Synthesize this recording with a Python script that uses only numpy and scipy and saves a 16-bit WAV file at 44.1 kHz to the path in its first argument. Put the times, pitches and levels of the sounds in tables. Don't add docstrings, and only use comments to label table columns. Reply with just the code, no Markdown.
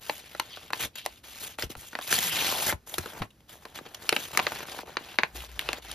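import sys
import numpy as np
from scipy import signal
from scipy.fft import rfft, irfft
from scipy.io import wavfile
from scipy.ndimage import uniform_filter1d

SR = 44100
rng = np.random.default_rng(int(sys.argv[2]) if len(sys.argv) > 2 else 0)


def master(y):
    cut = np.clip(np.atleast_2d(y).T, -1, 1)
    pcm = np.round(cut * 32767)
    wavfile.write(sys.argv[1], SR, pcm.astype(np.int16))


N = 261954
TIME = np.arange(N) / SR
TOP_HZ = 15500

# (start [s], length [s], scrape [dB], body [dB], hiss [dB])
STROKES = [(0.005, 0.19, -50, -6, 1.5), (0.19, 0.5, -53, -6.5, -4.5), (0.723, 0.093, -47, -6.5, 0),
           (0.79, 0.06, -33, -7, 0), (0.953, 0.07, -50.5, -10.5, -2), (1.03, 0.16, -58.5, -10, -1.5),
           (1.232, 0.31, -50, -8.5, -1), (1.393, 0.076, -49.5, -5, 7.5), (1.58, 0.064, -41, -5, -1.5),
           (1.692, 0.029, -45, -5, 0.5), (1.763, 0.13, -51.5, -9.5, 2.5), (1.906, 0.46, -53, -6, -4),
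           (2.861, 0.17, -54, 0.5, 7), (2.976, 0.15, -48, -2, -2), (3.104, 0.14, -54.5, 8, 0.5),
           (3.479, 0.088, -56, -3, 1.5), (3.58, 1, -61, 3, -1), (3.744, 0.042, -45, -6, -3.5),
           (3.846, 0.021, -49.5, 6, -12), (4.004, 0.49, -51.5, -2.5, 0.5), (4.114, 0.14, -43.5, -11, -1),
           (4.325, 0.31, -44, -1, -3.5), (4.66, 0.16, -45.5, -5, -3), (4.854, 0.1, -54, 2.5, -5.5),
           (4.983, 0.18, -50.5, -2.5, -6.5), (5.174, 0.17, -61.5, 2.5, -1), (5.34, 0.12, -47, -4.5, -1.5),
           (5.48, 0.15, -53, -4, -4), (5.588, 0.2, -45.5, -1.5, -7), (5.817, 0.27, -47.5, -3.5, -5.5)]
# (start [s], length [s], scrape [dB], relative body [dB], relative hiss [dB])
TUGS = [(2.012, 0.15, -49, -33, 6.5), (2.065, 0.081, -41, -8, 3), (2.102, 0.089, -32, -6.5, 3.5),
        (2.2, 0.1, -35, -10, 3.5), (2.312, 0.21, -34, -4, 2), (2.505, 0.16, -37.5, -6.5, 2.5),
        (2.657, 0.051, -32.5, 0, 6.5)]
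# (start [s], end [s], pitch [Hz], level [dB])
SINGING_EDGES = [(0.493, 0.6, 3550, -49), (0.93, 1.05, 3250, -49.5), (2.265, 2.548, 2970, -34.5),
                 (2.375, 2.712, 810, -38.5), (2.684, 2.724, 1680, -26.5)]
# (frequency [Hz], level [dB])
PAPER_COLOUR = [(30, -37), (70, 4.5), (260, 3), (500, 4), (750, 6.5), (1200, 1), (1800, 3.5), (3300, 8),
                (5200, -1), (15000, -3)]
# (time [s], level [dB])
CATCHES = [(0.9549, -30.5), (0.982, -33), (1.051, -40), (2.012, -35), (2.022, -41), (2.226, -24.5),
           (2.549, -41), (2.583, -40), (2.598, -37), (2.605, -37), (2.618, -34), (2.639, -38), (2.65, -35),
           (2.94, -27), (3.304, -54.5), (3.404, -56), (3.492, -44.5), (3.945, -32), (5.913, -30.5)]
# (time [s], level [dB], knock [dB], crack [dB], panel pitch [Hz], length [s])
SNAPS = [(0.096, -26, -3.5, -12, 890, 0.0031), (0.3978, -25, -14.5, -2, 934, 0.0034),
         (0.733, -25, -14, -13.5, 990, 0.0019), (1.0616, -32, -2, 5, 684, 0.0017),
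         (1.623, -31.5, -9.5, 0.5, 4800, 0.0059), (1.9526, -32, -3, -13, 1810, 0.0016),
         (2.1267, -24, -7.5, 3, 1560, 0.002), (2.725, -37, 9.5, -25, 914, 0.0025),
         (2.982, -32, -2, 8.5, 347, 0.0079), (3.219, -35.5, 5, -9, 1990, 0.013),
         (4.0918, -21, -13.5, 2.5, 2625, 0.0027), (4.1256, -24, -1.5, -5, 410, 0.0046),
         (4.164, -24, -6.5, -6.5, 2670, 0.0043), (4.3739, -20.5, -6, 3, 1960, 0.0018),
         (4.3922, -24.5, -8, -19, 860, 0.0013), (4.3974, -27, -3, -14, 2150, 0.002),
         (4.4676, -24.5, -3, -29, 1770, 0.0015), (4.9692, -27.5, -3.5, -19, 1460, 0.0019),
         (5.187, -20, -4.5, -18.5, 1620, 0.00084), (5.234, -21, -6.5, -25, 1650, 0.0013),
         (5.593, -27.5, -32, -2.5, 3020, 0.00098), (5.689, -27, -4.5, -11, 2570, 0.0016),
         (5.7308, -32, -5, 2, 2250, 0.0016)]
# (time [s], level [dB])
DABS = [(0.349, -43.5), (0.5714, -46.5), (0.704, -43), (1.586, -40), (1.752, -47.5), (1.931, -47),
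        (1.9882, -38), (3.059, -41), (3.6526, -44.5), (3.788, -44), (4.349, -41.5), (4.5193, -38),
        (4.605, -45.5), (4.629, -46.5), (4.654, -50.5), (4.684, -46), (4.72, -50), (4.789, -40.5)]
# (time [s], level [dB], pitch [Hz])
BUMPS = [(1.634, -44.5, 437), (1.699, -49, 320), (2.524, -39.5, 800), (3.81, -53.5, 417), (4.745, -50, 750),
         (4.774, -53, 600), (4.832, -50, 654), (4.893, -52.5, 680)]
# (time [s], level [dB], pitch [Hz])
PUFFS = [(0.835, -40, 90), (1.637, -34, 84), (1.761, -40.5, 88), (2.732, -35, 90), (2.986, -36, 107),
         (3.204, -33, 138)]
# (time [s], pitch [Hz], level [dB])
STRIP_NOTE = [(2.12, 290, -60), (2.19, 251.3, -44), (2.28, 167, -47), (2.5, 93, -63.5)]
# (time [s], slips [per s], level [dB])
JUDDER = [(5.26, 62, -62), (5.4, 56, -50), (5.94, 55, -54)]
# (frequency [Hz], level [dB])
ROOM_COLOUR = [(20, -23), (65, -6.5), (400, -20.5), (900, -29.5), (15000, -39)]
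# (frequency [Hz], likeness [0 to 1])
STEREO_LIKENESS = [(60, .98), (1500, .93), (5500, .8), (8300, .995), (12000, .9)]
# (frequency [Hz], phase [radians])
LEFT_LEAD = [(1700, 0), (3200, .85), (4600, .4), (8350, -np.pi), (11400, -6.1), (12500, -6.5),
             (15600, -9.5)]


def rubbing(scrape_gain, body_gain, hiss_gain):
    grip_db = 1.5 * drift(rate_hz=70) + 1.3 * drift(rate_hz=250)
    fine = flexing(fibres(per_s=4000, spread_db=2.8, hiss=.8), wander_db=2.7)
    fine = colour(stereo(fine), PAPER_COLOUR)
    coarse = colour(stereo(fibres(per_s=900, spread_db=2.2, hiss=.8)), PAPER_COLOUR)
    body = unit_level(band(coarse, 22, 1760, order=4)) * body_gain
    scrape = unit_level(band(fine + .5 * coarse, 1280, 5900, order=4)) * scrape_gain
    hiss = unit_level(band(fine, 6180, TOP_HZ, order=4)) * hiss_gain
    out = body + scrape + hiss
    for start, end, hz, db in SINGING_EDGES:
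        swell = np.sin(np.pi * np.clip((TIME - start) / (end - start), 0, 1))
        out += gain_of(db) * swell * unit_level(band(fine, hz / 1.36, hz * 1.37))
    return out * gain_of(grip_db)


def hand_strength(moves, attack_s=.0098, release_s=.012, arch_db=2.5):
    power = np.zeros((3, N))
    for start, length, db, body_db, hiss_db in moves:
        t = np.arange(0, length + .5, 1 / SR)
        along = 2 * np.minimum(t / length, 1) - 1
        fade = np.exp(-np.maximum(t - length, 0) / release_s)
        shape = np.minimum(t / attack_s, 1) * gain_of(-arch_db * along ** 2) * fade
        gains = gain_of([[db], [db + body_db], [db + hiss_db]])
        add(power, start, (gains * shape) ** 2)
    return np.sqrt(power)


def ripping(pull, rip_db=-1.5, catch_s=.0022):
    clusters = unit_level(gain_of(5.5 * np.tanh(drift(rate_hz=240))))
    force = (gain_of(rip_db) * pull * clusters)[None]
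    giving_way = np.arange(SR // 20) / SR / catch_s
    for start, db in CATCHES:
        add(force, start, gain_of(db) * giving_way * np.exp(1 - giving_way))
    breaks = flexing(fibres(per_s=4000, spread_db=1, hiss=0), wander_db=5)
    breaks = colour(stereo(breaks), PAPER_COLOUR)
    return force * unit_level(band(breaks, 700, 14000, order=1))


def fibres(per_s, spread_db, hiss):
    size = gain_of(spread_db * np.minimum(rng.exponential(1, N), 4))
    clicks = rng.standard_normal((2, N)) * size * (rng.random(N) < per_s / SR)
    return unit_level(unit_level(clicks) + hiss * rng.standard_normal((2, N)))


def flexing(x, wander_db):
    hz, _, spectrum = signal.stft(x, nperseg=256)
    patches = uniform_filter1d(rng.standard_normal(spectrum.shape[1:]), size=4, axis=0)
    patches = unit_level(uniform_filter1d(patches, size=6, axis=1))
    depth_db = wander_db / (1 + hz[:, None] / 4000)
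    return signal.istft(spectrum * gain_of(depth_db * patches), nperseg=256)[1][:, :N]


def snap(level_db, knock_db, crack_db, hz, length):
    t = np.arange(SR // 16) / SR

    def burst(decay_s, linger):
        shape = (1 - np.exp(-t / .0007)) * (np.exp(-t / decay_s) + linger * np.exp(-t / .01))
        return stereo(rng.choice([-1., 1.], (2, len(t))) * shape)

    cycles = hz * np.cumsum(.855 + .3 * np.exp(-t / length)) / SR
    ring = np.sin(2 * np.pi * cycles) * (1 - np.exp(-t / .0008)) * np.exp(-t / (.6 * length))
    face = band(burst(.6 * length, linger=.035), 950, 3900, order=3)
    face_and_echo = unit_level(face + .5 * np.roll(face, 20, axis=1))
    panel = unit_level(face_and_echo + .77 * unit_level(ring))
    thud = unit_level(band(burst(.0038, linger=.073), 207, 1330))
    knock = unit_level(thud + .54 * bending_wave(981, decay_s=.001337))
    crack = unit_level(band(burst(.55 * length, linger=.02), 4300, 12000))
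    return gain_of(level_db - 7.5) * (panel + gain_of(knock_db) * knock + gain_of(crack_db - 6) * crack)


def crinkling(body_gain, bump_cycles=1.23, crumples=210):
    out = np.zeros((2, N))
    for start, *settings in SNAPS:
        add(out, start - .0003, snap(*settings))
    for start, db in DABS:
        add(out, start, snap(db, knock_db=3, crack_db=-3, hz=1404, length=.0028))
    for start, db, hz in BUMPS:
        add(out, start, gain_of(db) * bending_wave(hz, decay_s=bump_cycles / hz))
    press = np.minimum(body_gain, gain_of(-51))
    for when, size, pitch in rng.random((crumples, 3)):
        at = int(when * N)
        crumple = bending_wave(400 + 900 * pitch ** 2, decay_s=.0012)
        add(out, at / SR, press[at] * gain_of(-16 + 14 * size) * crumple)
    return out


def bending_wave(hz, decay_s):
    t = np.arange(SR // 16) / SR
    cycles = np.cumsum(hz * (4.2 / (3.009 + t / decay_s)) ** 2) / SR
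    return unit_level(np.sin(2 * np.pi * cycles) * t * np.exp(-t / decay_s))


def air_puffs(swell_s=.01):
    out = np.zeros((2, N))
    t = np.arange(SR // 6) / SR
    swell = t / swell_s
    for start, db, hz in PUFFS:
        cycles = hz * np.cumsum(.738 + 1.38 * np.exp(-t / .0061)) / SR
        flap = np.sin(2 * np.pi * cycles) + .5 * drift(rate_hz=2 * hz)[:len(t)]
        add(out, start, gain_of(db) * swell * np.exp(1 - swell) * flap)
    return out


def torn_strip():
    hz, db = curves(STRIP_NOTE)
    cycles = np.cumsum(hz * (1 + .099 * drift(rate_hz=34))) / SR
    tearing = (TIME > STRIP_NOTE[0][0]) & (TIME < STRIP_NOTE[-1][0])
    return np.sin(2 * np.pi * cycles) * gain_of(db + 3.7 * drift(rate_hz=41)) * tearing


def finger_judder():
    rate, db = curves(JUDDER)
    slip_count = np.floor(np.cumsum(rate * (1 + .0595 * drift(rate_hz=33.5))) / SR)
    slips = np.diff(slip_count, prepend=0)
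    buzz = unit_level(band(slips, 45, 76))
    return buzz * gain_of(db + 4 * drift(rate_hz=10)) * (TIME > JUDDER[0][0])


def room_echo(x, fade_s, level_db):
    t = np.arange(SR // 2) / SR
    tail = rng.standard_normal((2, len(t))) * gain_of(-60 * t / fade_s) * (t > .004)
    tail = band(tail, 100, 3270, order=1)
    tail /= np.linalg.norm(tail[0])
    return gain_of(level_db) * signal.fftconvolve(x[::-1], tail, axes=1)[:, :N]


def room_hush(level_db):
    return gain_of(level_db) * unit_level(colour(stereo(rng.standard_normal((2, N))), ROOM_COLOUR))


def stereo(pair):
    count = pair.shape[-1]
    likeness = np.clip(per_frequency(STEREO_LIKENESS, count), -1, 1)
    shared, apart = rfft(pair) * np.sqrt([(1 + likeness) / 2, (1 - likeness) / 2])
    return irfft(np.array([shared + apart, shared - apart]), count)


def gain_of(db):
    return 10 ** (np.asarray(db) / 20)


def unit_level(x):
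    return x / np.sqrt(np.mean(x ** 2) + 1e-20)


def per_frequency(table, count):
    hz, value = np.transpose(table)
    return np.interp(np.log(np.fft.rfftfreq(count, 1 / SR) + 1), np.log(hz + 1), value)


def curves(table):
    times, *columns = np.transpose(table)
    return [np.interp(TIME, times, column) for column in columns]


def add(mix, start_s, sound):
    part = mix[:, max(round(start_s * SR), 0):][:, :sound.shape[-1]]
    part += sound[..., :part.shape[-1]]


def colour(x, table):
    return irfft(rfft(x) * gain_of(per_frequency(table, N)), N)


def band(x, low_hz, high_hz, order=2):
    return signal.sosfilt(signal.butter(order, [low_hz, high_hz], "band", fs=SR, output="sos"), x)


def drift(rate_hz):
    keep_slow = np.exp(-(np.fft.rfftfreq(N, 1 / SR) / rate_hz) ** 2)
    return unit_level(irfft(rfft(rng.standard_normal(N)) * keep_slow, N))


def scene():
    pull = hand_strength(TUGS)
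    scrape, body, hiss = np.hypot(hand_strength(STROKES), pull)
    paper = rubbing(scrape, body, hiss) + ripping(pull[0]) + crinkling(body)
    paper += air_puffs() + torn_strip() + finger_judder()
    hush = room_hush(level_db=-60.5)
    lean_left = gain_of([[.6], [-.6]])
    return (paper + room_echo(paper, fade_s=.12, level_db=-18)) * lean_left + hush


def record(dry):
    lead = np.interp(np.fft.rfftfreq(N, 1 / SR), *np.transpose(LEFT_LEAD))
    half_shift = np.exp(.5j * lead)
    heard = irfft(rfft(dry) * np.array([half_shift, half_shift.conj()]), N)
    treble_cut = signal.firwin(511, TOP_HZ, window=("kaiser", 9), fs=SR)
    return signal.oaconvolve(heard, treble_cut[None], "same")


dry = scene()
out = record(dry)
master(out)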